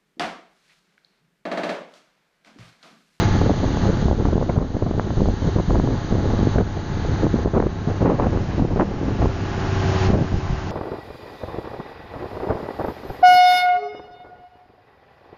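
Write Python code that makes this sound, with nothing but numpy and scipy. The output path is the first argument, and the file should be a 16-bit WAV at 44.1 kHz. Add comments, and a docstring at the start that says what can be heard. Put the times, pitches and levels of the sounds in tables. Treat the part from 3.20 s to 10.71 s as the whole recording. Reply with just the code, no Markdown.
"""A six-cylinder engine drones over a rushing wake and hissing spray: an open speedboat on choppy water.
The engine eases off twice; the sound changes colour as a hand-held camera swings from stern to side.
Gusts break over the microphone in rough, spitting bursts as eddies and vortices cross its port.
Each hard one makes the camera's gain control duck the boat, which swells back slowly in the lulls."""
import sys
import numpy as np
from scipy import signal
from scipy.fft import rfft, irfft
from scipy.io import wavfile
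from scipy.ndimage import uniform_filter1d, minimum_filter1d

SR = 44100
rng = np.random.default_rng(int(sys.argv[2]) if len(sys.argv) > 2 else 0)


def to_wav(s):
    """Save 16-bit WAV."""
    ch = np.atleast_2d(s).T  # columns
    pcm = np.round(np.clip(ch, -1, 1) * 32767)  # PCM
    wavfile.write(sys.argv[1], SR, pcm.astype(np.int16))


N = 331176
TIME = np.arange(N) / SR
FREQ = np.fft.rfftfreq(N, 1 / SR)
TURN_S = (4.1, 5.67)  # camera swings from stern to side
BOAT_DB, SPRAY_DB = (-39, -37), (-45.5, -43)  # each pair: stern, side
BOOM_DB, HUM_DB = (-32, -28), (-45.5, -39)

# Engine speed. Each row: time in seconds, firing rate in Hz.
FIRING_HZ = [(0, 98.7), (.2, 98.6), (1, 97.2), (6.25, 97.1), (6.85, 94.3), (7.51, 94.3)]
# Firing harmonics, fifth upward. Each row: relative level in dB under power, the same eased off.
HARMONICS_DB = [(-26.5, -10.5), (-20, -17), (-14, -21), (-23, -21.5), (-20, -22), (-20.5, -26), (-13, -12),
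                (-16, -18), (-18, -23.5), (-18.5, -15.5), (-16.5, -20), (-17.5, -24), (-18.5, -19),
                (-23.5, -17.5), (-19.5, -25), (-24.5, -21.5), (-23.5, -20), (-25, -25.5)]
# Envelope of the lines from unequal cylinders. Each row: firing-rate multiple, relative level in dB.
UNEVEN_DB = [(.5, -13.5), (1.6, -1), (2.7, -16.5), (3.4, -7.5), (4, -17.5), (5, -27.5), (8.7, -17),
             (10, -32), (17, -23), (30, -32)]
# Drive-train whines. Each row: firing-rate multiple, relative level in dB under power, the same eased off.
WHINES_DB = [(3.25, -9.5, -21), (7.29, -16, -15.5), (8.59, -9, -9.5), (8.94, -13.5, -19.5),
             (9.17, -23, -14.5), (16.5, -27.5, -15.5), (17.3, -18, -29), (40.1, -25, -36)]
# Drone over the water. Each row: time in seconds, gain in dB.
DRONE_DB = [(0, 5), (0.3, 2.5), (0.8, -1.5), (3.3, 0), (3.9, 0), (4.5, -0.5), (7.5, 1)]


def engine(cylinders=6, eased_hz=94.3, powered_hz=97, uneven_db=-5.5, hum_rise_db=4):
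    """Cylinders fire into a drone and two exhaust notes; the upper note sings out as the throttle eases."""
    firing_hz = curve(FIRING_HZ)
    phase = 2 * np.pi * np.cumsum(firing_hz) / SR
    cycle = np.exp(1j * phase / cylinders)
    paths = [fading(depth=0.5, rate_hz=1) for _ in range(23)]
    offsets = np.exp(2j * np.pi * rng.random(30 * cylinders))
    firing_db = {n * cylinders: np.array(db)[:, None] for n, db in enumerate(HARMONICS_DB, 5)}
    tone = np.ones(N, complex)
    lines = np.zeros((2, N))  # under power, eased off
    for k, offset in enumerate(offsets, 1):
        tone *= cycle
        if k in (1, 2, cylinders, 4 * cylinders):
            continue  # too low to sound, or an exhaust note
        db = firing_db[k] if k in firing_db else read(UNEVEN_DB, k / cylinders) + uneven_db
        lines += gain_of(db) * (offset * tone * paths[k % len(paths)]).real
    for multiple, *db in WHINES_DB:
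        lines += gain_of(db)[:, None] * wavering(multiple * phase, depth=0.32, rate_hz=2.4)
    power = np.interp(firing_hz, (eased_hz, powered_hz), (0, 1))
    drone = (power * lines[0] + (1 - power) * lines[1]) * gain_of(curve(DRONE_DB))
    boom = facing(BOOM_DB) * wavering(phase, depth=0.3, rate_hz=3)
    hum = facing(HUM_DB) * wavering(4 * phase, depth=0.15, rate_hz=2.2)
    hum *= gain_of(hum_rise_db * (1 - power))
    return np.sqrt(2) * (drone * facing(BOAT_DB) + boom + hum)


def hull(resonance_hz=87, half_width_hz=12):
    """Engine and water shake a low hull resonance that throbs against the exhaust boom."""
    return noise(1 / (1 + ((FREQ - resonance_hz) / half_width_hz) ** 2)) * facing(BOAT_DB)


# Gusts. Each row: start in seconds, length in seconds, strength in dB,
# sharpness in dB from striking the port squarely, relative rumble in dB.
GUSTS = [(0.03, 0.16, -9, -3, -21.5), (0.197, 0.087, -0.5, 1, -30), (0.289, 0.034, -0.5, -2, -28),
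         (0.419, 0.012, 0.5, 5, -27), (0.671, 0.02, 6.5, -7, -29), (0.853, 0.081, -2, -1, -16.5),
         (0.978, 0.037, 1, 2, -26), (1.033, 0.053, 0.5, 2, -17), (1.12, 0.048, 6.5, -5.5, -16.5),
         (1.211, 0.019, 4, -7, -27), (1.284, 0.016, 5, 8, -31), (1.356, 0.083, 5, 1.5, -18),
         (1.507, 0.07, -2, 2, -24), (1.604, 0.076, 3, 1, -26), (1.707, 0.0079, 3.5, 6, -30),
         (1.727, 0.016, 2.5, -8.5, -28), (1.765, 0.023, 6, -2, -29), (1.82, 0.1, -2.5, -0.5, -24),
         (1.965, 0.15, 1, -2, -16.5), (2.206, 0.091, -1.5, 1, -22), (2.349, 0.054, 3.5, 3.5, -19),
         (2.473, 0.12, 5.5, -0.5, -14), (2.615, 0.13, 2, -4.5, -22.5), (2.902, 0.1, 0.5, 3, -22.5),
         (3.02, 0.12, 0, 0.5, -19.5), (3.18, 0.09, -0.2, -4.5, -21.5), (3.348, 0.04, -0.5, 3, -15.5),
         (3.376, 0.031, 7, 1.5, -20.5), (3.4, 0.015, 2, -5, -17), (3.561, 0.012, 2.5, 5, -29),
         (3.692, 0.26, -17, -5, -27.5), (4.016, 0.049, 3, 1.5, -20.5), (4.127, 0.058, -1, -12, -18),
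         (4.245, 0.029, 9.5, -4, -22), (4.334, 0.045, 17, 0.5, -13), (4.393, 0.007, 12.5, 3, -21),
         (4.417, 0.032, 10.5, -4, -17), (4.453, 0.011, 10, 1, -22), (4.667, 0.038, 8.5, -5, -22),
         (4.803, 0.028, 9.5, -0.5, -22), (4.841, 0.091, 13, 2, -30), (4.981, 0.087, 6.5, 6, -25),
         (5.098, 0.072, -2.5, 6.5, -24), (5.38, 0.07, 8.5, -6, -26), (5.496, 0.043, 3, 0.5, -20),
         (5.56, 0.014, 3, 9.5, -24), (5.588, 0.034, 13, 3, -26), (5.822, 0.099, -1.5, -5, -40),
         (5.993, 0.065, 2.5, 6.5, -13), (6.874, 0.061, 4, -3.5, -16.5), (6.926, 0.042, 9.5, 0, -23),
         (6.976, 0.064, 6, -3, -31), (7.114, 0.056, 0.3, -4, -16.5), (7.287, 0.011, -4.5, -19.5, -8)]


def gusts(heights, attack_s=0.011, release_s=0.011):
    """Each gust rises toward its height, holds and dies away."""
    out = np.zeros(N)
    for (start_s, length_s, *_), height in zip(GUSTS, heights):
        t = np.arange(0, length_s + 10 * release_s, 1 / SR)
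        rise = np.minimum(t / attack_s, 1)
        decay = np.exp(-np.maximum(t - length_s, 0) / release_s)
        add(out, start_s, height * rise * decay)
    return out


# Airflow between gusts. Each row: time in seconds, strength in dB.
BREEZE_DB = [(0, -3), (0.5, -1.5), (1.3, -0.5), (2.2, -10), (3.5, -10), (4.3, -5), (5.7, 0), (6.3, -7.5),
             (7, -12.5), (7.51, -10.5)]


def airflow(breeze_rumble_db=-22.5):
    """Gusts ride on the breeze: envelopes of strength, sharpness and rumble."""
    _, _, strength_db, sharp_db, rumble_db = np.transpose(GUSTS)
    breeze = gain_of(curve(BREEZE_DB))
    strength = breeze + gusts(gain_of(strength_db))
    rumble = gusts(gain_of(rumble_db), attack_s=0.018, release_s=0.029)  # large eddies are slower
    rumble += breeze * gain_of(breeze_rumble_db)
    return strength, gusts(sharp_db), rumble


# Hard vortices. Each row: time in seconds, relative suction in dB, width in seconds,
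# spit from 0 to 3 (break-up into small eddies).
VORTICES = [(0.215, -8, 0.00055, 0.91), (0.297, -3, 0.00078, 1.5), (0.307, -5, 0.00079, 0.82),
            (0.434, -4, 0.0029, 1.5), (0.443, -7, 0.00093, 1.1), (0.572, -9.5, 0.00068, 1.7),
            (0.656, -9.5, 0.00062, 1.5), (0.693, -8, 0.0012, 0.4), (0.857, -1.5, 0.0023, 0.46),
            (0.884, -7, 0.00074, 1), (0.913, 4.5, 0.00083, 0.93), (0.929, -6, 0.00069, 1.2),
            (1.055, -3, 0.00053, 1), (1.072, -2, 0.0012, 0.4), (1.157, -6, 0.001, 1.4),
            (1.180, 1, 0.001, 1.4), (1.214, -3, 0.0008, 1), (1.228, -4, 0.00072, 1.5),
            (1.298, 1.5, 0.002, 1.2), (1.378, 5.5, 0.0026, 1), (1.387, -3.5, 0.00058, 1.4),
            (1.568, -5.5, 0.00092, 1.5), (1.625, -3, 0.0008, 1.1), (1.712, -1, 0.0014, 1.7),
            (1.779, -4, 0.0013, 0.87), (1.797, 1, 0.00046, 1.5), (1.906, -8, 0.0006, 1),
            (2.007, -3.5, 0.00084, 1), (2.019, 0.5, 0.0014, 1.3), (2.058, -8, 0.00073, 1.4),
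            (2.087, -3, 0.001, 1.5), (2.277, -3, 0.0026, 1.3), (2.363, 1.5, 0.0017, 0.92),
            (2.399, -5, 0.0008, 1.3), (2.507, -8, 0.0005, 2), (2.556, -7, 0.00054, 1.1),
            (2.599, -6, 0.00053, 1.5), (2.675, -7, 0.00058, 1.1), (2.926, 0.5, 0.0013, 1.1),
            (3.231, -5.5, 0.0012, 1), (3.272, -0.5, 0.0017, 1.1), (3.360, 0.5, 0.0011, 0.34),
            (3.385, -9, 0.00038, 2), (3.404, -9, 0.00052, 1), (3.411, -4, 0.00064, 0.78),
            (3.85, -7, 0.0009, 0.86), (4.034, -7, 0.00095, 1.1), (4.055, -4, 0.0013, 0.5),
            (4.068, -0.5, 0.00083, 1.7), (4.143, 2, 0.0016, 1.8), (4.26, 3, 0.00078, 1.5),
            (4.277, -4, 0.0009, 1), (4.34, 0, 0.0007, 0.8), (4.402, -3, 0.00039, 2.6),
            (4.426, -2, 0.00054, 2.3), (4.469, -5.5, 0.00052, 1.8), (4.859, -2, 0.0009, 1.2),
            (4.9, -2, 0.00067, 2.4), (4.999, -0.5, 0.00063, 2), (5.006, -5, 0.00066, 2.1),
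            (5.07, -1, 0.00098, 1.5), (5.174, -5.5, 0.00057, 1.64), (5.423, -4, 0.0011, 2),
            (5.561, -2.5, 0.00094, 1.8), (5.598, -1, 0.00044, 1.6), (5.611, -1, 0.00043, 1.3),
            (5.621, -5, 0.00065, 1.5), (6.058, -5, 0.00076, 1.6)]


def vortices(strength, level_db=-2.5, crack=0.18, stray_db=-18, stray_per_s=55, vent_hz=65, size=1024):
    """Hard vortices snap across the port, among weak strays that come thicker in the gusts."""
    out = np.zeros(N)
    t = (np.arange(size) - size // 2) / SR
    for at_s, db, width_s, spit in VORTICES:
        slap = suction(t, width_s) + crack * spit * rebound(t, width_s)
        add(out, at_s + t[0], gain_of(db + level_db) * slap)
    gust = np.minimum(strength, 2)
    for width_s in (0.00075, 0.0015, 0.003):
        hits = rng.random(N) < stray_per_s / 3 * gust / SR
        scatter_db = 3 * np.clip(rng.standard_normal(N), -2, 2)
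        depth = gust * gain_of(stray_db + scatter_db)
        out += signal.oaconvolve(hits * depth, suction(t, width_s), "same")
    return signal.sosfilt(signal.butter(1, vent_hz, "high", fs=SR, output="sos"), out)


def suction(t, width_s):
    """Pressure dips as a vortex core passes at t = 0."""
    return -(1 + (1.5 * t / width_s) ** 2) ** -1.5


def rebound(t, width_s, lag=0.28):
    """Pressure whips back as a vortex breaks up: the crack of the slap."""
    return -np.cos(np.pi * t / width_s) * np.exp(-(t / width_s - lag) ** 2)


# Large-eddy rumble. Each row: frequency in Hz, relative density in dB.
RUMBLE_SPECTRUM = [(10, -9.5), (24, -2), (45, 1.5), (80, 0.5), (115, -2.5), (170, -17.5), (400, -55.5)]
# Turbulence by eddy size. Each row: centre in Hz, level in dB in a 0 dB gust,
# growth in dB per dB of gust, flutter in dB.
EDDY_BANDS = [(113.3, -29.5, 0.4259, 8), (185.4, -28.5, 0.9013, 3), (322, -31.5, 1, 6.5),
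              (518, -39, 1.434, 8), (860, -48.5, 1.5, 7.5), (1640, -63, 1.47, 8.5)]


def wind(strength, sharp_db, rumble, flutter_hz=90, burst_s=0.0024, merge_db=9, pivot_hz=250, size=2200):
    """Stronger gusts shed smaller eddies; the eddy bands flutter together over a low rumble."""
    gust_db = 20 * np.log10(strength)
    # each hard vortex sweeps the eddies into one short burst
    near, kicks = np.zeros((2, N))
    burst = np.exp(-((np.arange(size) - size // 2) / SR / burst_s) ** 2)
    for at_s, _, _, spit in VORTICES:
        start_s = at_s - size // 2 / SR
        add(near, start_s, burst)
        add(kicks, start_s, spit * burst)
    flutter = 2 * np.tanh(drift(flutter_hz) / 2) * (1 - near) + kicks
    # in hard, head-on gusts the bursts merge into one roar
    flutter /= np.hypot(1, gain_of(gust_db + sharp_db - merge_db))
    out = levelled(coloured(RUMBLE_SPECTRUM), size) * rumble * gain_of(-4.5)
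    for hz, db, growth, flutter_db in EDDY_BANDS:
        band = noise(np.exp(-0.5 * (np.log((FREQ + 1) / hz) / 0.34) ** 2))
        band = levelled(band * gain_of(flutter_db * flutter), size)  # flutter only bunches the energy
        tilt_db = 0.57 * np.log2(hz / pivot_hz) * sharp_db
        out += band * gain_of(db + growth * gust_db + tilt_db)
    return out


# Wake, facing stern and side. Each row: frequency in Hz, relative density in dB.
WAKE_STERN_SPECTRUM = [(40, 7), (150, 4), (350, -2.5), (520, -4), (700, -8), (850, -2.5), (980, -8),
                       (1400, -9), (1900, -16), (2400, -27), (4000, -39), (7000, -50.5)]
WAKE_SIDE_SPECTRUM = [(40, -1.5), (160, -0.5), (260, -11), (345, -5.5), (440, -12.5), (520, -12.5),
                      (700, -5), (850, -6), (940, -11), (1050, -9), (1400, -13.5), (1900, -17), (2400, -25),
                      (7000, -50)]


def wake(level_db=4.5, churn_db=1.5, churn_hz=25):
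    """Water churns behind the stern, low and uneven."""
    rush = turning(WAKE_STERN_SPECTRUM, WAKE_SIDE_SPECTRUM)
    return rush * facing(BOAT_DB) * gain_of(level_db + churn_db * drift(churn_hz))


# Spray, facing stern and side. Each row: frequency in Hz, relative density in dB.
SPRAY_STERN_SPECTRUM = [(500, -6), (1800, 1.5), (2500, -6), (3000, 2), (3500, 1.5), (3950, 3), (4300, 2.5),
                        (4700, -0.5), (5200, -8), (5700, -5.5), (6300, 0.5), (6900, -5.5), (7300, -24.5)]
SPRAY_SIDE_SPECTRUM = [(500, -14.5), (1800, -3.5), (2500, 5), (3000, 5.5), (3500, 1.5), (4300, 2),
                       (5200, -0.5), (6000, -2), (6900, -4.5), (7300, -14.5)]


def spray():
    """Spray hisses, finer and steadier than the wake."""
    return turning(SPRAY_STERN_SPECTRUM, SPRAY_SIDE_SPECTRUM) * facing(SPRAY_DB)


def fading(depth, rate_hz, size=300):
    """Complex gain of a tone, wandering as its paths around the hull shift."""
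    hz = np.fft.fftfreq(size, N / SR / size)
    white = rng.standard_normal(size) + 1j * rng.standard_normal(size)
    walk = np.fft.ifft(np.fft.fft(white) / (1 + (hz / rate_hz) ** 2))
    gain = (1 + depth * unit_rms(walk)) / np.hypot(1, depth)
    return np.interp(TIME, np.linspace(0, TIME[-1], size), gain)


def wavering(phase, depth, rate_hz):
    """A sinusoid with fading."""
    return (np.exp(1j * phase) * fading(depth, rate_hz)).real


def facing(levels_db):
    """Gain moving from stern to side level as the camera swings."""
    return gain_of(np.interp(TIME, TURN_S, levels_db))


def turning(stern, side):
    """Noise crossfading from stern to side spectrum as the camera swings."""
    angle = np.interp(TIME, TURN_S, (0, np.pi / 2))
    return np.cos(angle) * coloured(stern) + np.sin(angle) * coloured(side)


def noise(shape):
    """Unit noise with the given amplitude spectrum."""
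    return unit_rms(irfft(rfft(rng.standard_normal(N)) * shape, N))


def coloured(spectrum):
    """Unit noise shaped by rows of Hz, dB."""
    return noise(gain_of(read(spectrum, FREQ)))


def drift(rate_hz):
    """Smooth unit noise up to about rate_hz."""
    return noise(np.exp(-(FREQ / rate_hz) ** 2))


def gain_of(db):
    """Decibels to amplitude."""
    return 10 ** (np.asarray(db) / 20)


def unit_rms(x):
    """Scales to rms 1."""
    return x / np.sqrt(np.mean(abs(x) ** 2) + 1e-20)


def levelled(x, size):
    """Holds the running rms over size samples near 1."""
    return x / np.sqrt(uniform_filter1d(x ** 2, size) + 1e-9)


def curve(rows):
    """Interpolates rows of seconds, value at every sample."""
    return np.interp(TIME, *np.transpose(rows))


def read(rows, frequency):
    """Interpolates a spectrum on a log-frequency axis."""
    knots, values = np.transpose(rows)
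    return np.interp(np.log(frequency + 1e-9), np.log(knots), values)


def add(mix, start_s, sound):
    """Mixes a sound in at start_s."""
    part = mix[max(round(start_s * SR), 0):][:len(sound)]
    part += sound[:len(part)]


# Slow swell as the boat rides the chop. Each row: time in seconds, boat gain in dB, spray gain in dB.
SWELL_DB = [(0, 8.5, 10.5), (.3, 0.5, 3.5), (0.801, 1.5, 2), (1.4, -1, -0.5), (2.4, -0.5, 1),
            (3.3, 0.5, 0.5), (4, 2, 0), (4.7, 2.5, 0.5), (5.7, -2.5, -3.5), (6.45, 0, -0.9), (6.82, 1, 1.5),
            (7.1, 0.5, 0), (7.5, -2, -2.5)]


def scene():
    """Boat, water and wind at one microphone."""
    strength, sharp_db, rumble = airflow()
    times_s, boat_db, spray_db = np.transpose(SWELL_DB)
    boat = (engine() + hull() + wake()) * gain_of(np.interp(TIME, times_s, boat_db))
    hiss = spray() * gain_of(np.interp(TIME, times_s, spray_db))
    return (boat + hiss + wind(strength, sharp_db, rumble) + vortices(strength))[None]


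def gain_control(x, target_db=-15, max_gain_db=11, recover_db_per_s=9.5, size=1500):
    """Gain drops quickly when the output passes the target, then creeps back."""
    level_db = 10 * np.log10(abs(uniform_filter1d(x ** 2, size)) + 1e-12)
    over_db = np.maximum(level_db - target_db, -max_gain_db)
    return x * gain_of(uniform_filter1d(-peak_hold(over_db, recover_db_per_s), size // 2))


def limiter(x, ceiling=0.6, recover_db_per_s=350, size=30):
    """Gain dips briefly on peaks above the ceiling."""
    over_db = np.maximum(20 * np.log10(abs(x) / ceiling + 1e-9), 0)
    gain_db = minimum_filter1d(-peak_hold(over_db, recover_db_per_s), size)
    return x * gain_of(uniform_filter1d(gain_db, size))


def peak_hold(db, fall_db_per_s):
    """Follows rises at once, falls at a set rate."""
    fall_db = TIME * fall_db_per_s
    return np.maximum.accumulate(db + fall_db) - fall_db


def record(dry, cutoff_hz=7150):
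    """The camera: slow gain control, fast limiter, steep low-pass."""
    limited = limiter(gain_control(dry[0]))
    lowpass = signal.firwin(401, cutoff_hz, window=("kaiser", 8), fs=SR)
    return signal.oaconvolve(limited, lowpass, "same")[None]


dry = scene()
out = record(dry)
to_wav(out)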